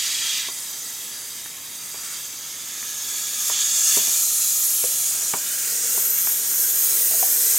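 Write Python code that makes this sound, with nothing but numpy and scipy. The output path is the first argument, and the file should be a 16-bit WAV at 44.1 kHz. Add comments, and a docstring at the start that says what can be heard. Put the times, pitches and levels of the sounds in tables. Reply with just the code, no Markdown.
"""A workshop: compressed air hisses out of a compressor tank while a hand-held microphone moves over it.
The jet is noise in four bands with levels that vary in time; metal around it adds resonances and notches,
which change from the nook beside the pump to the pressure switch, the filter and the tank.
Dull handling knocks and ticks are decaying sines with a noise tail; the quiet room is steady coloured noise."""
import sys
import numpy as np
from scipy import signal
from scipy.fft import rfft, irfft
from scipy.io import wavfile

SR = 44100
rng = np.random.default_rng(int(sys.argv[2]) if len(sys.argv) > 2 else 0)


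def dump_mix(stems):
    """Bounce the given channels to the path in sys.argv[1] as a 16-bit WAV at rate SR."""
    frames = np.atleast_2d(stems).T  # one column per channel
    limited = np.clip(frames, -1, 1)  # hard clip at full scale
    pcm = np.round(limited * 32767).astype(np.int16)
    wavfile.write(sys.argv[1], SR, pcm)


N = 334278
FRAME, HOP = 1024, 256  # samples
HZ = np.fft.rfftfreq(FRAME, 1 / SR)
T = np.arange(N // HOP + 5)[:, None] * HOP / SR  # frame times, s

# Jet at the moving microphone. Each row: time in seconds, hiss and fizz band levels in dB before the mix.
JET_LEVELS = [(0.03, -30, -34.5), (0.22, -30, -35.5), (0.34, -29.5, -35), (0.43, -33, -36.5),
              (1.1, -35, -38), (1.58, -38.5, -40.5), (2.1, -33.5, -37), (2.44, -36, -40.5),
              (3.36, -27.5, -32), (3.49, -24, -26), (3.53, -25, -32), (3.8, -20.5, -28), (3.97, -17.5, -22),
              (3.99, -21.5, -25.5), (4.78, -24, -23), (5.26, -24.5, -29), (5.41, -28, -30),
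              (5.71, -25.5, -27), (5.81, -23.5, -29), (5.96, -23, -22.5), (6.15, -26, -22.5),
              (6.31, -25.5, -21.5), (6.44, -26.5, -27), (6.58, -24, -21), (7.42, -22.5, -20),
              (7.55, -21, -21.5)]
# Edges of the rush, body, hiss and fizz bands, in Hz.
JET_EDGES_HZ = [1200, 2500, 5500, 9500, 15800]
# Broad colour of the jet, before band levelling. Each row: frequency in Hz, relative density in dB per Hz.
JET_COLOUR = [(150, -31.5), (400, -22), (750, -20.5), (1300, -17), (2000, -13.5), (2550, -13), (3400, -9),
              (4500, -8.5), (5400, -5.5), (6700, -2), (8000, -3), (10000, -5), (12500, -3), (15800, -9)]
# Rush and body levels, one row per place on the way: rush in dB, body in dB, before the mix,
# when the hiss is at USUAL_HISS_DB.
LOWER_BANDS = [(-45.5, -36), (-43.5, -35), (-46.5, -37.5), (-44, -38.5)]
USUAL_HISS_DB = -29
RUSH_DB_PER_DB, BODY_DB_PER_DB = 0.37, 0.64  # how far they follow the hiss
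# The microphone's way. Each row: time in seconds, place (0 nook, 1 pressure switch, 2 filter, 3 tank).
MIC_WAY = [(0, 0), (2.3, 0), (2.85, .8), (3.3, 1), (4.0, 1), (4.3, 2), (5.05, 2), (5.55, 3), (7.58, 3)]
# Resonances and notches at each place. Each row: centre in Hz, width in Hz, gain in dB before band levelling.
NOOK_MODES = [(925, 160, 7), (1270, 310, 7.5), (1520, 140, -5.5), (1660, 250, 5), (2030, 730, 5),
              (2675, 38, 10), (2800, 52, -4), (2953, 86, 7), (3257, 73, 9.5), (3710, 50, 7), (3866, 29, 9),
              (4100, 450, -2.5), (4500, 42, -5), (4730, 57, 12.5), (5370, 58, -6), (6160, 91, 7),
              (6650, 510, 1), (7040, 81, 7), (7150, 70, -4), (8030, 150, 8.5), (8440, 80, 6.5),
              (8600, 270, 1), (9900, 110, 8.5), (11120, 260, 3.5), (11736, 170, -1), (12000, 170, 3.4),
              (12500, 220, 0), (13500, 500, 9.5), (13950, 150, 7), (14500, 220, 5), (14729, 260, -11),
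              (15400, 240, 0)]
SWITCH_MODES = [(1290, 230, 5.5), (1710, 110, 8), (2160, 100, 2.5), (3450, 160, 6.5), (4070, 180, -6),
                (4550, 73, 9), (6270, 99, 9.5), (6450, 100, 8), (6790, 330, 9.5), (7570, 100, 9),
                (8000, 80, 5), (8950, 600, -3), (9240, 90, 8), (15400, 740, -4)]
FILTER_MODES = [(1310, 140, 6.5), (1520, 150, -4), (3990, 150, 4.5), (6700, 430, 4.5), (7100, 220, 2),
                (9000, 180, 3.5), (10370, 180, 4.5), (11300, 200, 4), (11780, 160, -7), (12370, 200, 2),
                (13900, 200, 3), (14800, 650, -6)]
TANK_MODES = [(403, 320, 3.5), (945, 360, -5), (1300, 110, 1.5), (1560, 200, 3.5), (3340, 110, 1.5),
              (3950, 150, 5.5), (6650, 270, 5.5), (7200, 300, -0.5), (8850, 700, 2.5), (10120, 600, -3.5),
              (11500, 200, -5), (12000, 200, 4), (14300, 500, 5.5), (15350, 400, 6.5)]
# Breathy resonances swelling out of the noise. 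Each row: start in seconds, end in seconds (both at half lift),
# centre in Hz, width in Hz, lift in dB before band levelling.
BREATHY_SWELLS = [(3.7, 4.7, 12200, 220, 0), (4.6, 5.15, 12750, 500, 3), (5.4, 6.15, 2120, 300, 1),
                  (5.4, 5.65, 11100, 300, 5), (5.95, 6.45, 11900, 620, 7), (6.45, 6.85, 12500, 560, 7),
                  (6.75, 7.6, 477, 240, 5.5), (7.25, 7.62, 12500, 600, 6.5), (7.42, 7.7, 8700, 450, 5)]
SWELL_FADE_S = .3
# Spells of fuller jet. Each row: start in seconds, end in seconds (both at half lift), centre in Hz, lift in dB.
JET_SURGES = [(-.1, .42, 2960, 12), (0.425, 0.494, 2600, 12.5), (1.95, 2.203, 1300, 3),
              (3.517, 3.64, 3200, 5), (3.884, 4.12, 2370, 2.5), (5.396, 5.717, 1990, 2.5),
              (5.72, 6.3, 2390, 0.5)]
SURGE_EDGE_S, SURGE_OCTAVES = 0.05, 1.65
# Correlation of left and right. Each row: frequency in Hz, correlation from 0 to 1.
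STEREO_LIKENESS = [(50, .99), (250, .98), (500, .93), (1200, .965), (2500, .965), (5000, .955), (8000, .96),
                   (10000, .98), (12400, .988), (13000, 1)]
# Left minus right, before PAN_WEIGHT. Each row: time in seconds, difference in dB.
PAN_CURVE = [(0, -1.2), (2.6, -1.2), (4, -.6), (7.58, -.5)]
# Weight of the left-right difference over the spectrum. Each row: frequency in Hz, factor.
PAN_WEIGHT = [(300, 0), (700, 2.2), (2200, 0), (3300, 1.8), (4400, .7), (5800, 1.9), (7500, 1.5),
              (9000, .1), (13000, 0)]
# Quiet room. Each row: frequency in Hz, relative density in dB per Hz.
ROOM_COLOUR = [(20, -17), (45, -17), (80, -9.5), (100, -6), (120, 3.5), (145, -7), (210, -2), (400, -3.5),
               (600, -8.5), (1000, -6.5), (2500, -27.5)]
ROOM_RMS_DB = -53
# Handling knocks and ticks. Each row: time in seconds, peak of the ringing in dB before the mix,
# centre in Hz, spread in octaves, base t60 in seconds.
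KNOCKS = [(0.486, -25.5, 750, 1.2, 0.049), (1.46, -28, 1700, .43, 0.025), (1.944, -29.5, 750, 1.3, .04),
          (2.828, -24.5, 1700, .35, 0.015), (3.498, -21.5, 1000, 1, .037), (3.969, -21, 350, 1.3, 0.095),
          (4.075, -32.5, 450, 1.5, 0.14), (4.840, -20.5, 516, 0.2, 0.095), (5.337, -13, 850, 2, 0.058),
          (5.977, -24.5, 486, 0.86, .04), (6.272, -22.5, 1600, 2.6, .016), (6.297, -29, 2000, .88, .007),
          (7.110, -31, 680, 0.24, 0.075), (7.138, -26.5, 670, 0.23, 0.058),
          (7.227, -17.5, 740, 0.18, 0.073), (7.547, -30, 750, .75, 0.016)]
# Modes the knocks ring. Each row: frequency in Hz, relative level in dB, factor on the knock's base t60.
BODY_MODES = [(65, -9, 1.5), (207, -7.5, 2.3), (262, -5, 1.1), (410, 0.5, 1.15), (503, -4, 0.53),
              (654, -5.5, 1.8), (760, -4.5, 0.87), (936, 0, 1.4), (1013, -2.5, 2.1), (1145, 2, 0.81),
              (1460, -2.5, 0.55), (1780, -1.5, 0.91), (1884, -7, 0.95), (2280, 2, 0.84), (2740, 1, 0.51)]
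JET_MIX_DB, KNOCK_MIX_DB = 1.77, -0.5
BAND_LIMIT_HZ = 15950


def amp(db):
    """Decibels to gain."""
    return 10 ** (np.asarray(db) / 20)


def evened(x):
    """Scales to rms 1."""
    return x / np.sqrt(np.mean(x ** 2) + 1e-20)


def over_hz(points):
    """Interpolates a spectrum table at every bin, on a log frequency axis."""
    hz, value = np.transpose(points)
    return np.interp(np.log(HZ + 1), np.log(hz), value)


def over_time(points):
    """Interpolates each column of a curve table at every frame."""
    s, *columns = np.transpose(points)
    return [np.interp(T, s, column) for column in columns]


def bell(offset, width):
    """Bump of height 1 with the given full width at half height."""
    return .5 ** ((2 * offset / width) ** 2)


def patches(seconds, width_hz):
    """Random field of rms 1 over frames and bins, smoothed by bells of the given time and bandwidth."""
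    field = rng.standard_normal((len(T), len(HZ)))
    field = signal.fftconvolve(field, bell(T - T.mean(), seconds), "same", axes=0)
    field = signal.fftconvolve(field, bell(HZ - HZ.mean(), width_hz)[None], "same", axes=1)
    return evened(field)


def noise(gain):
    """Noise for two close microphones; the squared gains of a frame sum to its power."""
    a, b, c, d = rng.standard_normal((4, len(T), len(HZ)))
    same = np.clip(over_hz(STEREO_LIKENESS), 0, 1)
    mid = (a + 1j * b) * np.sqrt((1 + same) / 2)
    side = (c + 1j * d) * np.sqrt((1 - same) / 2)
    spectra = gain * np.array([mid + side, mid - side])
    _, sound = signal.istft(spectra, nperseg=FRAME, noverlap=FRAME - HOP, time_axis=1, freq_axis=2)
    return sound[:, :N]


def add(mix, start_s, sound):
    """Mixes a sound in at its start time."""
    part = mix[:, round(start_s * SR):][:, :sound.shape[1]]
    part += sound[:, :part.shape[1]]


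def nearness():
    """Share of each place in what the microphone hears, frame by frame: linear crossfades along its way."""
    place, = over_time(MIC_WAY)
    return [np.maximum(1 - abs(place - k), 0) for k in range(len(LOWER_BANDS))]


def reflections(still_db=2.0, drift_db=2.36):
    """Colour in dB from nearby metal: crossfading resonances, plus slow and quick random ripple (rms dB)."""
    rings = 0
    for share, modes in zip(nearness(), [NOOK_MODES, SWITCH_MODES, FILTER_MODES, TANK_MODES]):
        rings = rings + share * sum(db * bell(HZ - hz, width_hz) for hz, width_hz, db in modes)
    slow = still_db * patches(seconds=1.85, width_hz=27)
    quick = drift_db * patches(seconds=0.17, width_hz=47)
    return rings + slow + quick


def swells():
    """Lift in dB of narrow bands that rise, hold and fade."""
    half_s = SWELL_FADE_S / 2
    lift_db = 0
    for start_s, end_s, hz, width_hz, db in BREATHY_SWELLS:
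        outside_s = T - np.clip(T, start_s + half_s, end_s - half_s)  # zero during the hold
        lift_db = lift_db + db * bell(HZ - hz, width_hz) * bell(outside_s, SWELL_FADE_S)
    return lift_db


def surges():
    """Lift in dB of a broad part of the midrange that comes and goes quickly."""
    lift_db = 0
    for start_s, end_s, hz, db in JET_SURGES:
        inside_s = np.minimum(T - start_s, end_s - T)
        envelope = np.clip(inside_s / SURGE_EDGE_S + .5, 0, 1)
        lift_db = lift_db + db * bell(np.log2((HZ + 1) / hz), SURGE_OCTAVES) * envelope
    return lift_db


def jet_levels():
    """Rush, body, hiss and fizz in dB: the lower two depend on the place and partly follow the hiss."""
    hiss_db, fizz_db = over_time(JET_LEVELS)
    rush_db, body_db = sum(np.multiply.outer(levels_db, share)
                           for levels_db, share in zip(LOWER_BANDS, nearness()))
    above_db = hiss_db - USUAL_HISS_DB
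    return rush_db + RUSH_DB_PER_DB * above_db, body_db + BODY_DB_PER_DB * above_db, hiss_db, fizz_db


def levelled(gain):
    """Brings the four bands of the jet close to their levels with smoothly blended corrections."""
    bands = list(zip(JET_EDGES_HZ, JET_EDGES_HZ[1:]))
    centres_hz = np.sqrt(np.prod(bands, axis=1))
    blends = [over_hz(np.transpose([centres_hz, row])) for row in np.eye(len(bands))]
    levels_db = jet_levels()
    for _ in bands:  # corrections overlap, so make four passes
        for (low_hz, high_hz), level_db, blend in zip(bands, levels_db, blends):
            inside = (HZ >= low_hz) & (HZ < high_hz)
            power = np.sum(gain[:, inside] ** 2, axis=1, keepdims=True)
            gain = gain * amp(blend * (level_db - 10 * np.log10(power)))
    return gain


def jet(flutter_db=0.43, eddy_db=0.63, apart_db=1.05):
    """Turbulent noise of escaping air, coloured by nearby metal and fluttering a little (rms dB)."""
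    gain = levelled(amp(over_hz(JET_COLOUR) + reflections() + swells()))
    flutter = flutter_db * patches(seconds=0.023, width_hz=14000)
    eddies = eddy_db * patches(seconds=0.032, width_hz=620)
    # each microphone sits in a slightly different pattern of reflections
    pan_db, = over_time(PAN_CURVE)
    difference_db = pan_db + apart_db * patches(seconds=0.55, width_hz=62)
    lean_db = over_hz(PAN_WEIGHT) * difference_db / 2
    return noise(gain * amp(surges() + flutter + eddies + np.array([lean_db, -lean_db])))


def room():
    """Steady low murmur of air in the workshop: noise of fixed colour."""
    murmur = noise(amp(over_hz(ROOM_COLOUR)) * np.ones_like(T))
    return amp(ROOM_RMS_DB) * evened(murmur)


def knock(db, centre_hz, octaves, t60_s, contact_db=-14, contact_t60_s=0.017,
          tail_db_at_9ms2=-24, tail_t60_s=0.17, lowest_hz=70):
    """A blow jolts all modes and leaves those near its centre ringing; the workshop adds a faint noise tail."""
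    t = np.arange(SR // 3) / SR

    def weight(hz):
        return bell(np.log2(hz / centre_hz), 2 * octaves)

    jolt = amp(contact_db - 60 * t / contact_t60_s)
    ring = np.zeros(len(t))
    for hz, level_db, life in BODY_MODES:
        envelope = jolt + weight(hz) * amp(-60 * t / (t60_s * life))
        ring += rng.choice([-1, 1]) * amp(level_db) * envelope * np.sin(2 * np.pi * hz * t)
    # the knocks carry no deep bass
    ring = signal.sosfilt(signal.butter(2, lowest_hz, "high", fs=SR, output="sos"), ring)

    hz = np.fft.rfftfreq(len(t), 1 / SR) + 1
    colour = weight(hz) / (1 + (hz / 2200) ** 2)
    spread = irfft(rfft(rng.standard_normal((2, len(t)))) * colour, len(t))
    tail = evened(spread + spread.mean(0)) * amp(tail_db_at_9ms2 - 60 * t / tail_t60_s)
    tail *= np.sqrt(t60_s / 0.0092)  # longer knocks leave more tail; reference t60 9.2 ms
    return amp(db) * (ring / abs(ring).max() + tail)


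def scene():
    """Mixes the jet, the room and the handling knocks."""
    knocks = np.zeros((2, N))
    for start_s, *blow in KNOCKS:
        add(knocks, start_s, knock(*blow))
    return amp(JET_MIX_DB) * jet() + amp(KNOCK_MIX_DB) * knocks + room()


def record(dry):
    """The recorder's band limit: a linear-phase low-pass."""
    lowpass = signal.firwin(511, BAND_LIMIT_HZ, window=("kaiser", 9), fs=SR)
    return signal.oaconvolve(dry, lowpass[None], "same")


dry = scene()
out = record(dry)
dump_mix(out)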